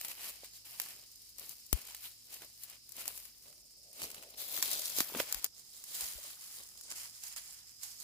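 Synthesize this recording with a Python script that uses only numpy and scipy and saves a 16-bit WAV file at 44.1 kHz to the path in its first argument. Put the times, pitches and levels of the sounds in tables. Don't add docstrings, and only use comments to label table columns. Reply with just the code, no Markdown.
import sys
import numpy as np
from scipy import signal
from scipy.fft import rfft, irfft, next_fast_len
from scipy.io import wavfile
from scipy.ndimage import uniform_filter1d

SR = 44100
rng = np.random.default_rng(int(sys.argv[2]) if len(sys.argv) > 2 else 0)


def store_pcm(level_fs):
    pcm = np.round(np.clip(level_fs, -1, 1) * 32767).astype(np.int16)
    wavfile.write(sys.argv[1], SR, np.atleast_2d(pcm).T)


N = 354123
TIME = np.arange(N) / SR
CUTS_S = (4.376, 5.468)


def undb(db):
    return 10 ** (np.asarray(db) / 20)


def unit(x):
    return x / np.sqrt(np.mean(x ** 2))


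def curve(points, s=TIME):
    return np.interp(s, *np.transpose(points))


def colour(x, points):
    hz, db = np.transpose(points)
    size = next_fast_len(x.shape[-1])
    log_hz = np.log(np.arange(size // 2 + 1) * SR / size + 1)
    gain = undb(np.interp(log_hz, np.log(hz), db, left=min(db[0], 0) * 2, right=min(db[-1] * 2, db[-1])))
    return irfft(rfft(x, size) * gain, size)[..., :x.shape[-1]]


def band(x, hz, width_hz):
    return unit(colour(x, [(hz - width_hz, -20), (hz, 0), (hz + width_hz, -20)]))


def walk(rate):
    hold = max(int(SR / rate), 2)
    steps = np.repeat(rng.standard_normal(N // hold + 1), hold)
    return unit(uniform_filter1d(uniform_filter1d(steps, hold), hold)[:N])


def sides(pan_db):
    return undb(np.array([pan_db, -pan_db]) / 2)


def add(out, x, s):
    i = int(s * SR)
    out[:, i:i + x.shape[1]] += x[:, :N - i]


# time in seconds, left lead in ms.
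LEFT_LEAD = [(0, .07), (3.3, .08), (3.7, 0), (4.0, .26), (4.95, .27), (5.1, 0), (5.45, .1), (5.6, .22),
             (8.03, .16)]
def pair(x, s=TIME, offset_ms=0):
    lead_ms = curve(LEFT_LEAD, s) + offset_ms
    late = np.arange(len(x)) - np.round(lead_ms * SR / 1000).astype(int)
    return np.array([x, x[late % len(x)]])


def strokes(rows):
    start, db, rise, hold, fall = (column[:, None] for column in np.transpose(rows)[:5])
    t = np.arange(0, N / SR + .002, .001)
    early = np.maximum(start - t, 0) / np.maximum(rise, .005)
    late = np.maximum(t - start - np.maximum(hold, 0), 0) / np.maximum(fall, .005)
    return t, undb(db - 10 * early - 10 * late) ** 2


def cracks(per_s, spread_db, decay_ms, patchy_db, spots=3):
    out, patchy = 0, undb(patchy_db * walk(25))
    pole, chance = np.exp(-1000 / (decay_ms * SR)), per_s / spots / SR
    for spot in np.linspace(-1, 1, spots):
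        draw = rng.random(N)
        hit = np.flatnonzero(draw < chance)
        breaks = np.zeros(N)
        breaks[hit] = undb(spread_db * np.minimum(-np.log(draw[hit] / chance), 4.5))
        puffs = signal.lfilter([1], [1, -pole], breaks) * patchy
        out = out + pair(puffs * rng.standard_normal(N), offset_ms=.08 * spot)
    return unit(out)


def chips(low_hz, high_hz, per_s, cycles, spread_db=4, sizes=10):
    out, chance = 0, per_s / sizes / SR
    for place in (np.arange(sizes) + rng.random(sizes)) / sizes:
        hz = low_hz * (high_hz / low_hz) ** place
        draw = rng.random(N)
        breaks = (draw < chance) * undb(spread_db * np.minimum(-np.log(draw / chance + 1e-9), 3.5))
        pole = np.exp(-hz / (cycles * SR))
        resonator = [1, -2 * pole * np.cos(2 * np.pi * hz / SR), pole ** 2]
        out = out + unit(signal.lfilter([1, -1], resonator, breaks))
    return unit(pair(out))


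# time of full strength in seconds, crackle level in dB,
# rise in seconds per 10 dB, hold in seconds, fall in seconds per 10 dB, then chaff, glove and soil
# in dB relative to the crackle.
GRABS = [(.001, -54, .02, 0.028, 0.022, 2, -8, -28), (.052, -50.5, 0.022, 0, 0.023, 6, -4.5, -12),
         (0.111, -48, 0.031, 0, 0.018, 3, -4, -12), (0.214, -50, 0.07, 0.078, 0.05, 3, -3, -13.5),
         (.447, -54.5, 0.18, 0.016, 0.069, -4, -8.5, -21), (.564, -55, 0.081, 0, 0.039, -1.5, -14, -39),
         (0.652, -56.5, 0.0047, 0.089, 0.025, 5, -5, -22), (.819, -52, 0.051, 0.084, 0.084, 1, -4.5, -12),
         (1.392, -55.5, 0.013, 0.011, 0.079, 4, -7, -12.5),
         (1.45, -55.5, 0.026, 0.069, 0.048, 4, -10, -12.5),
         (1.741, -54.5, 0.0096, 0.015, 0.082, 1, -3.5, -5), (1.89, -56, 0.096, 0.026, 0.13, 0.5, -3.5, -31),
         (2.05, -51.5, 0.039, 0.0028, 0.041, 6.5, -7.5, -33),
         (2.332, -52, 0.037, 0.0021, 0.078, 2, -6, -10), (2.42, -59, 0.014, 0.015, 0.037, 3, -5, -2.5),
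         (2.641, -58.5, 0.045, 0.0039, 0.011, 9, -6.5, -19),
         (2.699, -58.5, 0.036, 0.034, 0.035, -1, -0.5, -15),
         (3.005, -47.5, 0.039, 0.0056, 0.037, 2, -5.5, -12.5),
         (3.079, -51, 0.027, 0.0048, 0.021, 5, -2.5, -7), (3.17, -52.5, 0.13, 0, 0.049, 5, -7.5, -13),
         (3.255, -58, 0.06, 0, 0.1, 4.5, -9, -30), (3.474, -64, 0.14, 0.0056, 0.15, 4.5, -11.5, -9),
         (4.031, -44.5, 0.045, 0.0031, 0.04, -0.5, -8.5, -6),
         (4.1, -58.5, 0.025, 0.059, 0.21, -1, -5.5, -3.5),
         (4.379, -48, 0.0041, 0.035, 0.14, 2.5, -11.5, -15),
         (4.554, -44.5, 0.099, 0.044, 0.021, 4.5, -6.5, -11),
         (4.635, -43, 0.023, 0.034, .05, 1.5, -8, -10.5), (4.728, -38.5, 0.044, 0, 0.12, 0, -10, -19),
         (4.86, -46.5, 0.061, 0.075, 0.06, 0.5, -10.5, -19.5),
         (4.985, -40, 0.055, 0.027, 0.05, 2, -10.5, -15), (5.05, -48.5, 0.048, 0, 0.076, 8.5, -3.5, -26),
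         (5.156, -54, 0.042, 0, 0.024, -5, 3.5, 1.5), (5.2, -41, 0.044, 0.0043, 0.033, 2.5, -6, -4),
         (5.3, -52, 0.19, 0.081, 0.044, -1.5, -4, -9.5), (5.456, -49.5, 0.021, 0, 0.007, -5, 0, -6),
         (5.566, -57, 0.039, 0.0019, 0.093, 0, -15.5, -14.5), (5.737, -56, 0.085, 0.28, 0.35, 1, -15, -19),
         (5.953, -46.5, 0.015, 0, 0.025, 2, -18, -32), (6.024, -43.5, 0.061, 0.023, 0.15, 4, -8.5, -17.5),
         (6.254, -53, 0.12, 0.0014, 0.035, -10, -8.5, -14), (6.3, -53.5, 0.11, 0.28, 0.19, 3, -10.5, -21),
         (6.871, -55.5, 0.16, 0, 0.028, -25, -33, -17), (6.913, -42.5, 0.018, 0, 0.033, -8, -9.5, -15.5),
         (6.959, -48, 0.017, 0.1, 0.038, -0.5, -9.5, -25),
         (7.236, -49.5, 0.014, 0.047, .02, 0.5, -11.5, -37), (7.33, -52, 0.035, 0.0078, 0.011, -3, -9, -32),
         (7.372, -45, 0.0087, 0.0098, 0.019, -1, -8.5, -33),
         (7.42, -54.5, 0.027, 0.096, 0.18, -0.5, -10, -35),
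         (7.837, -47.5, 0.026, 0.0055, 0.08, -1.5, -13.5, -48), (8.026, -50.5, 0.063, 0, .1, 0, -18, -21)]
# time in seconds, crackle level in dB.
SETTLING = [(0, -68), (1.0, -59.5), (1.3, -64.5), (1.7, -63), (2.2, -62.5), (2.9, -64), (3.4, -69),
            (3.7, -69.5), (3.94, -60.5), (4.35, -74), (5.45, -55.5), (5.52, -65), (6.75, -71),
            (7.16, -56.5), (7.75, -61.5), (8.03, -56)]
# time in seconds, level in dB relative to the crackle.
LOW_CRACKLE_LEVEL = [(0, -7.5), (1.0, -9.5), (2.0, -7), (3.0, -7), (3.9, -10.5), (4.35, -4), (4.8, -9),
                     (5.2, -12), (5.5, -11), (6.3, -8.5), (6.9, -16.5), (8.03, -13)]
# time in seconds, pan in dB.
HAND_PAN = [(0, -1), (2.9, -0.5), (3.1, 0.5), (3.6, -3.5), (4.4, 1), (5.0, 0.5), (5.45, -0.5), (5.55, -2.5),
            (6.2, -0.5), (6.9, -0.5), (7.1, -1.5), (8.03, -2.5)]
# frequency in Hz, gain in dB.
STALK_SPECTRUM = [(2500, -32), (3500, -27.5), (4500, 1.5), (6000, 1), (7500, 2), (9500, -0.5),
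                  (11500, -22.5)]
CHAFF_SPECTRUM = [(8500, -14.5), (10500, 3), (12500, 4), (15000, 2), (16000, -2)]
GLOVE_SPECTRUM = [(500, -10.5), (800, -7), (1100, -6), (1600, -5.5), (2600, 1), (3300, 0), (4500, -50)]
SOIL_SPECTRUM = [(70, -6), (150, -4.5), (260, 1), (550, 3), (900, -3), (1500, -6)]
def hand():
    t, grab_power = strokes(GRABS)
    power = np.vstack([grab_power, undb(curve(SETTLING, t)) ** 2])
    settling_shares_db = [-1.5, -16, -33]
    shares = undb(np.vstack([np.array(GRABS)[:, 5:], settling_shares_db]).T) ** 2
    gains = [np.interp(TIME, t, np.sqrt(p)) for p in (power.sum(axis=0), *(shares @ power))]
    fine = cracks(per_s=1100, spread_db=3.1, decay_ms=.7, patchy_db=2)
    coarse = cracks(per_s=500, spread_db=3, decay_ms=3.5, patchy_db=3.5)
    scattered = rng.standard_normal((2, N)) * undb(2.5 * walk(26))
    stalks = unit(colour(fine + .9 * scattered, STALK_SPECTRUM))
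    low_crackle = band(fine + 1.3 * coarse + 1.03 * scattered, hz=3940, width_hz=1290)
    stalks += undb(curve(LOW_CRACKLE_LEVEL)) * low_crackle
    stalks += undb(-8.5) * chips(low_hz=4270, high_hz=11900, per_s=420, cycles=11)
    chaff = unit(colour(fine + 1.05 * scattered, CHAFF_SPECTRUM))
    glove = unit(colour(.45 * fine + .5 * coarse + 1.13 * scattered, GLOVE_SPECTRUM))
    glove += undb(-11) * chips(low_hz=594, high_hz=3290, per_s=220, cycles=5.2)
    soil = unit(colour(.42 * fine + coarse, SOIL_SPECTRUM))
    rustle = sum(gain * layer for gain, layer in zip(gains, (stalks, chaff, glove, soil)))
    return rustle * sides(curve(HAND_PAN))


# frequency in Hz, gain in dB.
CRICKETS_BLURRED = [(4100, -22), (4500, -8), (4950, -3), (5110, 0), (5300, -4), (5600, -10), (6000, -24)]
CRICKETS_SHARP = [(4600, -26), (4940, -13), (5035, 0), (5100, -7), (5170, -4), (5280, -14), (5700, -26)]
# time in seconds, level in dB.
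CRICKET_LEVEL = [(0, -64.5), (2.8, -65.5), (3.6, -68), (5.46, -67), (5.48, -65), (8.03, -64.5)]
def crickets():
    blurred = unit(colour(rng.standard_normal((2, N)), CRICKETS_BLURRED))
    sharp = unit(colour(rng.standard_normal((2, N)), CRICKETS_SHARP))
    chorus = np.where(TIME < CUTS_S[1], blurred, sharp)
    return chorus * undb(curve(CRICKET_LEVEL) + 1.5 * walk(4.1)) * sides(pan_db=-4)[:, None]


# frequency in Hz, gain in dB.
RASP_SPECTRUM = [(6300, -26), (6750, -3), (7100, -3), (7700, -16), (8200, -4), (8600, -2), (9100, -14),
                 (10200, -8), (11500, -16), (13000, -11), (14500, -24)]
# time in seconds, level during a pulse in dB.
RASP_LEVEL = [(0, -66), (2.2, -65.5), (3.2, -64.5), (3.6, -63), (4.0, -63), (4.4, -65)]
def rasping_insect(pulse_hz=17, peak_s=3.665):
    pulses = np.clip(.45 + 1.1 * np.cos(2 * np.pi * pulse_hz * (TIME - peak_s)), 0, 1)
    rasp = unit(colour(rng.standard_normal((2, N)), RASP_SPECTRUM)) * pulses * (TIME < CUTS_S[0])
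    return rasp * undb(curve(RASP_LEVEL) + walk(8))


# frequency in Hz, gain in dB.
AIR_SPECTRUM = [(20, -37), (35, 0), (60, -2), (120, -6), (250, -7), (380, -12), (550, -17), (900, -26),
                (1600, -33), (2500, -20), (3500, -20.5), (5500, -4), (10000, -26), (15500, -17.5)]
def air(level_db=-66):
    shared = colour(rng.standard_normal(N), [(20, -5.5), (400, -1), (1500, -12)])
    separate = colour(rng.standard_normal((2, N)), [(20, -2.5), (300, -4), (1200, 3.5)])
    return undb(level_db + .25 * walk(7.8)) * unit(colour(shared + separate, AIR_SPECTRUM))


# frequency in Hz, typical rms level in dB.
MOTOR_TONES = [(53.8, -80), (106, -83.5), (148, -89)]
def motor():
    wavering_s = TIME + .00083 * walk(4.5)
    return sum(np.sqrt(2) * undb(db + 2.8 * walk(6)) * np.sin(2 * np.pi * hz * wavering_s)
               for hz, db in MOTOR_TONES)


def small_stems(per_s=3, level_db=-48, spread_db=5):
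    when, size, pan, low = rng.random((int(per_s * N / SR), 4)).T
    start_s = .015 + when * (N / SR - .02)
    db = level_db + spread_db * (2 * size - 1)
    pan_db, body_db, shiver_db = 6 * (2 * pan - 1), -30 + 12 * low, np.full_like(when, -18)
    return np.transpose([start_s, db, pan_db, body_db, shiver_db])


def flatten(burst):
    spectrum = rfft(burst)
    local_power = uniform_filter1d(abs(spectrum) ** 2, size=31, axis=-1)
    return irfft(spectrum / np.sqrt(local_power), burst.shape[-1])


# time in seconds, peak level of the crack in dB, pan in dB,
# then low body and trailing shiver in dB relative to the crack.
STEM_SNAPS = [(.0125, -26, -0.5, -10, -9), (.0487, -24, 0, -15, -23), (.0838, -28, 5, -27, -20),
              (.116, -33, 2, -8.5, -10), (.445, -37.5, -2, -7, -22), (.7999, -14, -1, -10.5, -16),
              (.817, -27, 11, -27, -29), (1.116, -42, 0, -35, -10), (1.1575, -41, -5, -30, -8),
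              (1.219, -42, 2, -30, -8), (1.292, -43, 0, -30, -3), (1.3838, -33, 4, -30, -20),
              (1.3957, -32, 3, -35, -22), (1.462, -40, 4, -30, -15), (1.4933, -29, 5, -38, -10),
              (1.664, -42, 3, -35, -8), (1.7293, -12, 5, -9.5, -16), (1.771, -44, 1, -13, -20),
              (1.816, -36, 0, -15, -20), (1.868, -39, 0, -30, -12), (1.8866, -44, -2, -1.5, -20),
              (1.9475, -30, -3.5, -10, -11), (1.966, -40, 0, -25, -15), (2.054, -43, 0, -15, -12),
              (2.3411, -30, 0, -27, -10), (2.4205, -39.5, -2, -2.5, -8), (2.447, -38, -2, -30, -15),
              (2.6354, -33, 3, -36, -1), (2.699, -37, 3, -30, -8), (2.8917, -37.5, -1, -21, -7),
              (2.9205, -36, 10, -20, -30), (2.9664, -32.5, 3, -24, -15), (2.996, -35, -2, -14, -20),
              (3.015, -35, 0, -7, -15), (3.056, -35.5, 9, -6, -12), (3.0797, -18, -3, -27, -20),
              (3.2535, -41, 10, -12, -7), (3.527, -44, -8, -14, -12), (3.9303, -41, 2, -23, -18),
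              (4.018, -30, -1, -2.5, 1), (4.041, -28, 1, -9, -22), (4.1026, -35, 3, -7.5, -10),
              (4.1145, -33.5, 1, -21, -9), (4.1455, -34, -4, -9, -22), (4.156, -39, 1, -12, -20),
              (4.225, -42.5, 7, -6, -23), (4.234, -41.5, -9, -4, -30), (4.303, -41, -3, -38.5, -23),
              (4.3774, -49, -2, -21, -18.5), (4.5435, -28, 0, -26, -20), (4.555, -32, 2, -23, -15),
              (4.5762, -27, 6, -5.5, -8), (4.588, -31, -2, -15, -18), (4.6262, -9, -6, -18, -16),
              (4.6273, -14, 4.5, -16, -9), (4.7149, -17, 0, -34, -20), (4.793, -26, 0, -25, -18),
              (4.877, -30, 2, -25, -18), (4.8995, -28, 1, -17, -17), (4.9651, -26, 3.5, -25, -12),
              (4.973, -30, 5, -22, -15), (4.9865, -15, -11, -22, -22), (4.993, -32, -3, -24, -16),
              (5.0052, -11.5, -1, -6, -13), (5.089, -33.5, 1, -30, -20), (5.1493, -34, -5, 2, -21),
              (5.173, -30, 5, -19, -18), (5.2003, -24.5, -9.5, 1, 24), (5.3262, -12, -1.5, -20, -25),
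              (5.3457, -23, 12.5, -15.5, -24), (5.4438, -15, 3, -18, -32), (5.4449, -13, 4.5, -27, -16),
              (5.463, -31, 0, -15, -22), (5.5959, -39, -6, -27, -7), (5.8396, -32, 1, -18, -6),
              (5.9522, -33, 6, -29, -15), (6.0085, -23.5, 2, -23, -2.5), (6.2387, -32, 2, -29, -12),
              (6.634, -38, -5, -35, -23), (6.666, -46, -7, -32, -22), (6.689, -42, -8, -30, -24),
              (6.774, -42, -10, -44, -17), (6.8108, -32.5, 1, -21, -10), (6.837, -41, -10, -31, -18),
              (6.9037, -28, -7, -24, -9), (6.92, -37, 4, -6, -12), (7.237, -30, -3, -43, -16),
              (7.27, -37, -8, -30, -14), (7.3627, -29, -7, -13, 17), (7.4644, -45, -8, -30, -20),
              (7.8332, -29, -10, -22, 5), (8.0016, -34, -9, -35, -17)]
# frequency in Hz, gain in dB.
CRACK_SPECTRUM = [(2500, -35), (4000, -1), (7500, 6.5), (10000, 3), (15000, 5.5), (16000, -5)]
BODY_SPECTRUM = [(350, -13.5), (700, -5), (1200, -0.5), (2000, -2), (3000, 1), (4200, -12), (5500, -30)]
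def snaps(rise_ms=.34, shiver_ms=4.2, length=2048):
    out = np.zeros((2, N))
    ms = np.arange(length) * 1000 / SR - 4
    rise, after = np.exp(np.minimum(ms, 0) / rise_ms), np.maximum(ms, 0)
    for s, db, pan_db, body_db, shiver_db in [*STEM_SNAPS, *small_stems()]:
        decay_ms = max(.91 - .1743 * (db + 24.5), .2)
        crack = rise * np.exp(-after / decay_ms)
        shiver = rise * undb(shiver_db) * np.exp(-after / shiver_ms)
        direct, scattered = rng.standard_normal(length), rng.standard_normal((2, length))
        parts = (crack + shiver, CRACK_SPECTRUM, 0), (crack + .6 * shiver, BODY_SPECTRUM, body_db)
        for envelope, spectrum, part_db in parts:
            burst = colour(flatten(pair(envelope * direct, s) + envelope * scattered), spectrum)
            burst /= abs(burst).max(axis=1, keepdims=True)
            add(out, undb(db + part_db) * sides(pan_db)[:, None] * burst, s - .004)
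    return out


# start in seconds,
# peak at the nearer microphone in dB, pan in dB, pitch in Hz, seconds to fall 60 dB.
GROUND_KNOCKS = [(.434, -42.5, -4.5, 537, 0.0089), (1.7295, -26.5, 21, 272, 0.0082),
                 (2.419, -51.5, 2, 438, 0.014), (3.079, -46, -1, 790, 0.018), (4.028, -49, 1, 159, 0.039),
                 (4.986, -34, 7, 397, 0.01), (5.006, -31, 2.5, 273, 0.015), (5.1, -45.5, -1, 920, 0.0094),
                 (5.122, -44, 2, 372, 0.011), (5.149, -30, 3, 474, 0.0076), (5.161, -35.5, 2, 248, 0.064),
                 (5.171, -61, -4, 264, 0.047), (5.2018, -24, -4.5, 540, 0.015),
                 (6.184, -48.5, 7, 580, 0.032), (6.245, -53, 10, 584, 0.038)]
GRIT_BUMPS = [(1.7292, -21.3, 40, 56.5, .047), (4.03, -56, 2, 60, .05), (5.35, -47, -22, 50, .075),
              (6.025, -52, -24, 55.4, .06), (6.153, -48, 22, 55, .055)]
def thuds(table, push_ms, jolt_rad, hold=1):
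    out, t = np.zeros((2, N)), np.arange(8192) / SR
    for s, db, pan_db, hz, t60 in table:
        push = 1 - np.exp(-t * 1000 / push_ms)
        fade = np.exp(-np.log(1000) * (t / max(t60, .003)) ** hold)
        ring = np.sin(2 * np.pi * hz * t + jolt_rad) * push * fade
        mic_gains = undb(-np.maximum([-pan_db, pan_db], 0))
        add(out, undb(db) * mic_gains[:, None] * ring / abs(ring).max(), s)
    return out


# time of full strength in seconds, level in dB,
# rise in seconds per 10 dB, hold in seconds, fall in seconds per 10 dB.
BOOT_RUBS = [(3.474, -72, -0.05, 0.021, 0.1), (3.85, -73.5, .12, .12, 0.5), (4.03, -64, -0.02, .01, 0.06),
             (4.2, -63.5, -0.01, 0.088, -0.04), (4.4, -67.5, 0.12, .12, 0.04), (4.57, -69, 0.07, 0.018, 0),
             (4.736, -63.5, 0, .09, 0.02), (4.9, -70, .05, .04, .05)]
def boot():
    t, power = strokes(BOOT_RUBS)
    rub = band(rng.standard_normal(N), hz=600, width_hz=340) * undb(1.8 * walk(30))
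    return rub * np.interp(TIME, t, np.sqrt(power.sum(axis=0)))


# frequency in Hz, gain in dB,
# pan in dB.
SHOT_COLOURS = [
    [(700, -1, -1.5), (1400, -1.5, 1.5), (2120, 1.5, -1), (3000, -0.5, -1), (3400, -3, 0), (4260, -0.5, 0),
     (6300, -2.5, -1.5), (7300, -0.5, -2.5), (9100, 0, 4), (12600, -0.5, 4), (15300, 1, 5)],
    [(700, 0, 1.5), (1400, 1, -1), (2200, 2, 0.5), (2920, -3, -1), (3450, 1.5, 0.5), (4300, 0, -3),
     (6240, -1.5, -3.5), (7450, -0.5, -2), (9200, -3.5, 9), (12500, 0.5, 3.5), (15300, 0.5, 9)],
    [(700, -1.5, 2.5), (2050, 2, 2), (2540, -2, 3.5), (3050, -1.5, 1.5), (3670, -1, 2.5),
     (4330, -1.5, -0.5), (6300, -2.5, -4.5), (6950, -1, -8), (9100, -1, 0.5), (13600, -2.5, 2.5),
     (15700, -2, 9.5)],
]
def near_colour(near):
    shots = np.split(near, (np.array(CUTS_S) * SR).astype(int), axis=1)
    heard = []
    for shot, rows in zip(shots, SHOT_COLOURS):
        channels = []
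        for channel, side in zip(shot, (1, -1)):
            response = [(hz, db + side * pan_db / 2) for hz, db, pan_db in rows]
            channels.append(colour(channel, [(20, 0), *response, (22000, 0)]))
        heard.append(np.array(channels))
    return np.hstack(heard)


def scene():
    knocks = thuds(GROUND_KNOCKS, push_ms=.72, jolt_rad=.95)
    bumps = thuds(GRIT_BUMPS, push_ms=.18, jolt_rad=2.2, hold=3.5)
    weeding = near_colour(hand() + snaps()) + boot() + knocks + bumps
    return weeding + crickets() + rasping_insect() + air() + motor()


def record(dry):
    return signal.sosfilt(signal.ellip(10, .3, 70, 15500, fs=SR, output="sos"), dry)


dry = scene()
out = record(dry)
store_pcm(out)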